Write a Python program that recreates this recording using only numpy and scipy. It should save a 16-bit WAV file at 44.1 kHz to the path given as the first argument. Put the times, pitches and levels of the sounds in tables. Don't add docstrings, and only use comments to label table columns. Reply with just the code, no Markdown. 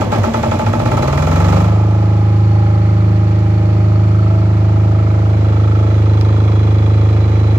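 import sys
import numpy as np
from scipy import signal
from scipy.fft import rfft, irfft
from scipy.io import wavfile
from scipy.ndimage import uniform_filter1d

SR = 44100
rng = np.random.default_rng(int(sys.argv[2]) if len(sys.argv) > 2 else 0)


def nominal_scale(level):
    x = np.asarray(level, float) / 20
    return 10 ** x


def bounce(signal):
    frames = np.transpose(np.atleast_2d(signal))
    limited = np.clip(frames, -1, 1)
    pcm = np.round(limited * 32767).astype(np.int16)
    wavfile.write(sys.argv[1], SR, pcm)


N = 334278
T = np.arange(N) / SR
RUN_HZ = 26.2
MAX_CYCLES = 256

# start_s, place (0 beside, 1 over the lid, 2 at the panel)
PHONE_PLACE = [
    (0, 0),
    (1.6, 0),
    (2.5, 1),
    (4.4, 1),
    (5.2, 1.3),
    (5.45, 1.8),
    (6.1, 2),
    (7.58, 2),
]


def level(x, db):
    return x * nominal_scale(db) / np.sqrt(np.mean(x ** 2))


def even(x):
    return x / np.sqrt(uniform_filter1d(np.mean(x ** 2, axis=0), size=12000) + 1e-18)


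def curves(table):
    s, *columns = np.transpose(table)
    return [np.interp(T, s, c) for c in columns]


def stage(values, fuel, place):
    governed = np.interp(place, (0, 1, 2), values[1:])
    return fuel * values[0] + (1 - fuel) * governed


def walk(rate):
    hold = int(SR / rate)
    steps = np.repeat(rng.standard_normal(N // hold + 1), hold)
    return 1.3 * uniform_filter1d(uniform_filter1d(steps, hold), hold)[:N]


def pair(alike, size=N):
    a, b = rng.standard_normal((2, size))
    alike = np.clip(alike, 0, 1)
    return np.array([alike * a + np.sqrt(1 - alike ** 2) * b, a])


def colour(x, points):
    hz, db = np.transpose(points)
    grid = np.fft.rfftfreq(4096, d=1 / SR)
    curve_db = np.interp(np.log(grid + 1), np.log(np.maximum(hz, 1)), db)
    ceps = irfft(np.log(nominal_scale(curve_db)))
    ceps[1:2048] *= 2
    ceps[2049:] = 0
    impulse = irfft(np.exp(rfft(ceps)))
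    return signal.oaconvolve(x, impulse[None], axes=1)[:, :N]


def ring(x, hz, width):
    return signal.lfilter(*signal.iirpeak(hz, hz / width, fs=SR), x) / np.sqrt(width)


def crank(angle):
    cycle = np.floor(angle).astype(int) + 1
    begins = np.diff(cycle, prepend=cycle[0]) > 0
    start = np.maximum.accumulate(np.where(begins, np.arange(N), 0))
    return cycle, angle % 1, np.arange(N) - start


def knock(angle, rest_db, decay, valve_db, scatter_db):
    # cycles after firing, level_db
    valve_blows = [
        (0.157, -3),
        (0.36, 3.5),
        (0.559, -1),
        (.72, -13.5),
    ]
    cycle, part, since = crank(angle)
    size = nominal_scale(scatter_db * rng.standard_normal((MAX_CYCLES, 5)))[cycle].T
    attack = 1 - np.exp(-since / 30)
    shake = size[0] * np.exp(-part / decay) * attack
    for (at, db), gain in zip(valve_blows, size[1:]):
        fade = np.exp(-np.maximum(part - at, 0) / 0.05)
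        shake += gain * nominal_scale(db + valve_db) * (part > at) * fade
    shake += nominal_scale(rest_db)
    return shake / np.sqrt(uniform_filter1d(shake ** 2, size=8000)), since


def blows(angle, speed):
    # pitch_hz, width_hz, crest in cycles after the stroke, level_db
    struck_walls = [
        [(322, 70, .3, -34.5), (608, 54.9, 0.0804, -28), (601.6, 28.3, .42, -27.5), (854, 59.7, .05, -25.5),
         (869, 24, .3, -30.5), (1315, 130.3, .03, -32), (1080, 150, .03, -39), (2464, 250, .01, -43),
         (1900, 300, .01, -42), (3400, 250, .01, -52)],
        [(562, 60, .05, -33.5), (660, 60, .35, -39), (850, 59.3, .08, -34), (750, 60, .1, -39.5),
         (1300, 108.6, -.08, -42.5), (1240, 120, 0.62, -39.5)],
        [(470, 80, .68, -43), (448, 86.4, .37, -45), (623, 55, -0.073, -38), (603.2, 10, .1, -33.5),
         (554, 14, .1, -40), (823.4, 60.6, .1, -34.5), (1339, 100, -0.19, -39.5), (1222, 120, .3, -41),
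         (2100, 300, -.04, -55.5), (4450, 90, -.1, -55)],
        [(451, 60, -.2, -39.5), (605, 12, .2, -35), (650.7, 14, .2, -36.5), (613.5, 70, 0.27, -37),
         (853, 70, .2, -36.5), (1333, 90.4, .02, -35.5), (1045, 120, .1, -45), (1238, 140, -0.17, -40),
         (2300, 300, -0.17, -55)],
        [(613.4, 60, .27, -40.5), (649, 14, .3, -43.5), (589, 83, -.15, -39.5), (786, 72, .05, -39),
         (875, 72.4, .47, -43), (1048, 110, .3, -41.5), (1236, 91.9, .02, -40), (1327, 134, -.11, -42.5),
         (2300, 220, -.08, -54.5), (3350, 200, -.14, -54.5), (4000, 220, -.14, -50)],
    ]
    # start_s, facing (index into the tables above)
    wall_facing = [(0, -0.5), (1.58, 0.5), (1.72, 1), (2.2, 1.5), (2.6, 2), (4.1, 2.5), (4.5, 3.5),
                   (5.15, 3), (5.4, 3.5), (5.85, 3), (6.1, 4), (7.58, 3.5)]
    scatter_db, wander_db, jitter_s = 1.34, 1.5, .00008
    spread_turns = .17
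    slow_blow_law = 0.78

    facing, cycles, out = curves(wall_facing)[0], np.arange(MAX_CYCLES), 0
    for view, walls in enumerate(struck_walls):
        share = np.clip(1 - abs(facing - view), 0, 1)
        for hz, width, crest, db in walls:
            chance = rng.standard_normal((5, MAX_CYCLES))
            stroke_s = np.interp(cycles - 1 + crest, angle, T, left=-1, right=-1)
            hit_s = stroke_s - .26 / width + jitter_s * chance[0]
            wander = wander_db * 3 * uniform_filter1d(chance[4], size=9)
            size = nominal_scale(scatter_db * (chance[1] + chance[2:4]) + wander)
            left_late_s = spread_turns / hz * np.tanh(2 * chance[0, 0])
            hits = np.zeros((2, N))
            for port, late_s in enumerate((left_late_s, 0)):
                at = (hit_s + late_s) * SR
                i = np.clip(at.astype(int), 0, N - 2)
                gain = size[port] * share[i] * (at > 0) * (RUN_HZ / speed[i]) ** slow_blow_law
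                hits[port, i] = gain * (1 - at % 1)
                hits[port, i + 1] = gain * (at % 1)
            wall = ring(ring(hits, hz, width), hz, 1.5 * width)
            out = out + level(wall, db) * np.sqrt(np.mean(share ** 2))
    return out


def panels(x, modes, lag):
    skirt = 3.36
    place = curves(PHONE_PLACE)[0]
    out = 0
    for k, (hz, width, *db) in enumerate(modes):
        gain = nominal_scale(np.interp(place, (0, 1, 2), db) + 1.2 * walk(2))
        tone = even(ring(ring(x, hz, width), hz, skirt * width))
        out = out + (-1) ** k * gain * np.roll(tone, int(lag * SR / hz), axis=1)
    return level(out, 0)


def casing(angle, rest_db):
    # pitch_hz, width_hz, beside_db, lid_db, panel_db
    casing_modes = [(443.3, 100, -16, -16.5, 5), (542, 180, 3.5, 0, 1.5), (594, 90, -2, -10, -21.5),
                    (682, 58, -26, -16.5, -5), (775, 7, -19.5, -6, -5.5), (833, 130, 1, 4, -1),
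                    (1056, 29, -13, -8.5, -16.5), (1173.6, 78, -6.5, -9, -8.5),
                    (1304, 130, -7.5, -11.5, -11), (1331, 29, -12, -19.5, -32)]
    lag_cycles = 3.043
    drift = .5 * walk(0.45)
    boom, since = knock(angle, rest_db - 6, decay=.14, valve_db=-5, scatter_db=2)
    habit = np.cos(drift) * pair(1.0, size=8192)[:, since]
    habit = habit + np.sin(drift) * pair(1.0, size=8192)[:, since]
    strike = 2.5 * np.exp(-since / 8) * (since > 0)
    rattle = habit + strike + .35 * pair(.65)
    rap, _ = knock(angle, rest_db - 9, decay=.1, valve_db=-13, scatter_db=2.5)
    large = panels(boom * rattle, casing_modes[:6], lag_cycles)
    small = panels(rap * rattle, casing_modes[6:], lag_cycles)
    return level(large + nominal_scale(-4.0) * small, 0)


def hiss(angle, rest_db):
    # pitch_hz, level_db
    air_curve = [(1100, -0.5), (1500, 5.5), (2500, 2), (3500, -3), (5000, -5.5), (7300, -11), (8200, -22),
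                 (9500, -79.5)]
    # pitch_hz, width_hz, beside_db, lid_db, panel_db
    block_modes = [(2040, 460, 8.5, 13, 13), (2443, 120, 10, 6, 9.5), (3350, 110, 4.5, -1.5, 10),
                   (4013, 160, 2.5, -1.5, 9), (4430, 59, -12, 7, -35), (6270, 330, -24.5, -16.5, 0.5),
                   (6300, 2100, 8.5, -10.5, -18), (7670, 660, 0, -31, -14)]
    shake, _ = knock(angle, rest_db + 2.5, decay=0.57, valve_db=-13.0, scatter_db=1.0)
    tick, _ = knock(angle, rest_db - 6, decay=.12, valve_db=-12, scatter_db=2)
    air = level(colour(shake * pair(0.11), air_curve), 0)
    return level(air + nominal_scale(-5.0) * panels(tick * pair(0.18), block_modes, 0), 0)


def injector(angle, rest_db, fuel):
    # pitch_hz, level_db
    tick_curve = [(6500, -24), (8000, 1), (10000, -2), (12500, -0.5), (15500, -5.5), (15900, -48.5)]
    # pitch_hz, width_hz, level_db
    metal_rings = [(9400, 90, 2), (11600, 250, -8), (13200, 150, 3), (15400, 140, -5)]
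    shake, _ = knock(angle, rest_db + 5.0, decay=0.11, valve_db=-1.5, scatter_db=5.0)
    spray = level(colour(shake * pair(0.23), tick_curve), 0)
    tap, _ = knock(angle, rest_db - 6.5, decay=0.15, valve_db=-6.5, scatter_db=2.5)
    tap = tap * pair(0.23)
    rings = sum(nominal_scale(db + 2 * walk(4)) * ring(tap, hz, width) for hz, width, db in metal_rings)
    return spray + (.2 + .8 * fuel) * level(rings, -6)


def drone(angle, speed, fuel, place):
    # multiple of firing rate, full_in_hz (firings per second), full_fuel_db, lid_db, panel_db
    main_multiples = [
        (3, 23.8, -20.5, -23, -21),
        (4, 23.2, -15, -13, -12.5),
        (6, 25, -22, -28.5, -31.5),
        (7, 14.6, -20.5, -28, -34),
    ]
    # multiple of firing rate, lid_db, panel_db
    faint_multiples = [(2, -39, -20.5), (5, -19.5, -30), (8, -37, -20.5), (9, -26.5, -26.5),
                       (10, -31, -39.5), (11, -31.5, -19.5), (12, -19.5, -22.5), (13, -20.5, -21),
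                       (14, -35.5, -27.5), (15, -28, -36.5), (16, -39, -16.5), (17, -39, -25),
                       (18, -35.5, -24.5), (19, -38, -29), (21, -49.5, -20.5)]
    panel_share = (0.62, 0.12, 0.69)
    crest_lead, puff_lead, valve_lag = .2, .25, .4
    join_db_per_hz = 2.5

    def wave(turns):
        return np.cos(2 * np.pi * turns) * np.sqrt(2)

    def early(k):
        return wave(k * angle + crest_lead * (k - 7 / 2))

    def middle(k):
        return wave(k * angle + puff_lead * (k - 41 / 8))

    def late(k):
        return wave(k * (angle - valve_lag) + 1 / 5)

    levels = [stage((full, lid, lid, panel), fuel, place) - join_db_per_hz * np.maximum(hz - speed, 0)
              for _, hz, full, lid, panel in main_multiples]
    waves = early(3), early(4), middle(6), middle(7)
    out = sum(nominal_scale(db + .5 * walk(5)) * tone for db, tone in zip(levels, waves))
    mix = np.clip(np.interp(place, (0, 1, 2), panel_share), 0, 1)
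    for k, lid_db, panel_db in faint_multiples:
        tone = early(k) if k < 5 else middle(k) if k < 7 else late(k)
        db = levels[1] + lid_db + mix * (panel_db - lid_db)
        out += nominal_scale(db + 0.7 * walk(3)) * tone
    return out


def thump(angle):
    # pitch_hz, width_hz, level_db
    pipe_modes = [(103.5, 34, -2), (172, 270, -6), (320, 69, -10)]
    cycle, _, since = crank(angle - .55)
    size = nominal_scale(0.5 * rng.standard_normal(MAX_CYCLES))[cycle]
    kick = size * (since == 1) + 0.036 * pair(1.0)
    return even(sum((-1) ** k * nominal_scale(db) * ring(ring(kick, hz, width), hz, hz / 4)
                    for k, (hz, width, db) in enumerate(pipe_modes)))


def starter(angle, speed, fuel):
    hum_hz, drag_from_hz, drag_hz_per_hz = 224, 11, 1.6
    start_db, fade_db_s, cut_db = -22.5, 7.5, -57.5
    stall_s, stall_width_s, stall_db = 0.076, 0.12, -17
    hz = hum_hz + drag_hz_per_hz * np.maximum(speed - drag_from_hz, 0)
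    hz = hz * (1 + .012 * walk(30))
    db = start_db - fade_db_s * T + cut_db * (1 - fuel)
    db += stall_db * np.exp(-((T - stall_s) / stall_width_s) ** 2)
    sag_db = 4 * np.cos(2 * np.pi * (angle - .45))
    hum = np.sqrt(2) * np.sin(2 * np.pi * np.cumsum(hz) / SR)
    return nominal_scale(db + sag_db + 1.3 * walk(25)) * hum


def clicks():
    # start_s, level_db, decay_s
    snaps = [
        (6.211, -18.5, 0.0018),
        (7.5785, -29.5, 0.00059),
    ]
    plastic = [(500, -14.0), (2000, -2.0), (4700, 7.0), (7000, -4.5), (10000, -16.0), (15500, -15)]  # Hz, dB
    shape = sum(nominal_scale(db) * (T > s) * np.exp(-np.maximum(T - s, 0) / decay) for s, db, decay in snaps)
    return shape * colour(pair(0.42), plastic)


def rumble(casing_db):
    # pitch_hz, level_db
    roar_curve = [(25, -10.5), (50, 3), (100, 3), (200, 4), (400, 2.5), (900, 3), (1500, -20.5),
                  (2500, -59.5)]
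    return level(colour(pair(0.67), roar_curve), -2.2) * nominal_scale(casing_db + 1.8 * walk(6))


def shade(x):
    # pitch_hz, level_db
    hand_curve = [(60, 1), (110, -5.5), (200, 11.5), (380, 2.5), (800, 0), (2380, -4.5), (4400, -9.0),
                  (9000, -24.5)]
    x[0] = np.roll(colour(x[:1], hand_curve)[0], 2)
    return x


def scene():
    # start_s, firings per second
    engine_speed = [(0, 9.486), (.2, 8.492), (.4, 11.109), (.65, 14.066), (1.1, 19.883), (1.55, 25.307),
                    (1.7, 26.149), (1.85, 26.47), (2.05, 26.36), (4.3, 26.185), (5.3, 26.217),
                    (6.4, 26.165), (7.58, 26.24)]
    # start_s, knock_db, exhaust_db
    cold_effort = [(0, 0, 4.5), (.08, -4.5, -2.5), (.15, 0.5, 0.5), (.23, -1, 3.5), (.32, -1.5, -5.5),
                   (.41, -1, -2), (.55, -1.5, -0.5), (.7, -2.5, -1.5), (.82, -2.5, 1.5), (.95, -0.5, -0.5),
                   (1.1, -0.5, -1.5), (1.3, 0, -12), (1.6, 0.5, -4)]
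    # beside_db, lid_db, panel_db
    casing_levels = (-26, -33, -36.5, -35)
    hiss_levels = (-38.5, -46.5, -48, -46.5)
    injector_levels = (-49.5, -60.5, -62, -60.5)
    thump_levels = (-20, -57, -63.5, -35)
    rattle_levels = (-6, 5.5, 4.5, -1.5)
    injection_lead = (.11, .18, .2, .22)
    lead_law = .6
    governor_s, cut_s = 1.6, 0.17

    speed, place = curves(engine_speed)[0], curves(PHONE_PLACE)[0]
    angle = -.138 + np.cumsum(speed) / SR
    fuel = np.clip(1 - (T - governor_s) / cut_s, 0, 1)
    knock_db, exhaust_db = curves(cold_effort) * fuel
    casing_db = stage(casing_levels, fuel, place) + knock_db
    rest_db = stage(rattle_levels, fuel, place)
    fired = angle + stage(injection_lead, fuel, place) * (speed / RUN_HZ) ** lead_law

    bright = nominal_scale(knock_db) * blows(angle, speed)
    bright += nominal_scale(casing_db) * casing(fired, rest_db)
    bright += nominal_scale(stage(hiss_levels, fuel, place) + knock_db + 9.5) * hiss(fired, rest_db)
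    bright += nominal_scale(stage(injector_levels, fuel, place) + knock_db) * injector(fired, rest_db, fuel)
    bright += clicks()
    bright += rumble(casing_db)
    bright = shade(bright)

    low = drone(angle, speed, fuel, place) + starter(angle, speed, fuel)
    low = low + nominal_scale(stage(thump_levels, fuel, place) + exhaust_db) * thump(angle)
    return bright + low * nominal_scale(np.array([[-.45], [.45]]))


def low_pass(x):
    return signal.sosfilt(signal.butter(12, 15840, fs=SR, output="sos"), x)


def record(dry):
    rounded = np.tanh(0.61 * dry) / 0.47
    return low_pass(rounded)


dry = scene()
out = record(dry)
bounce(out)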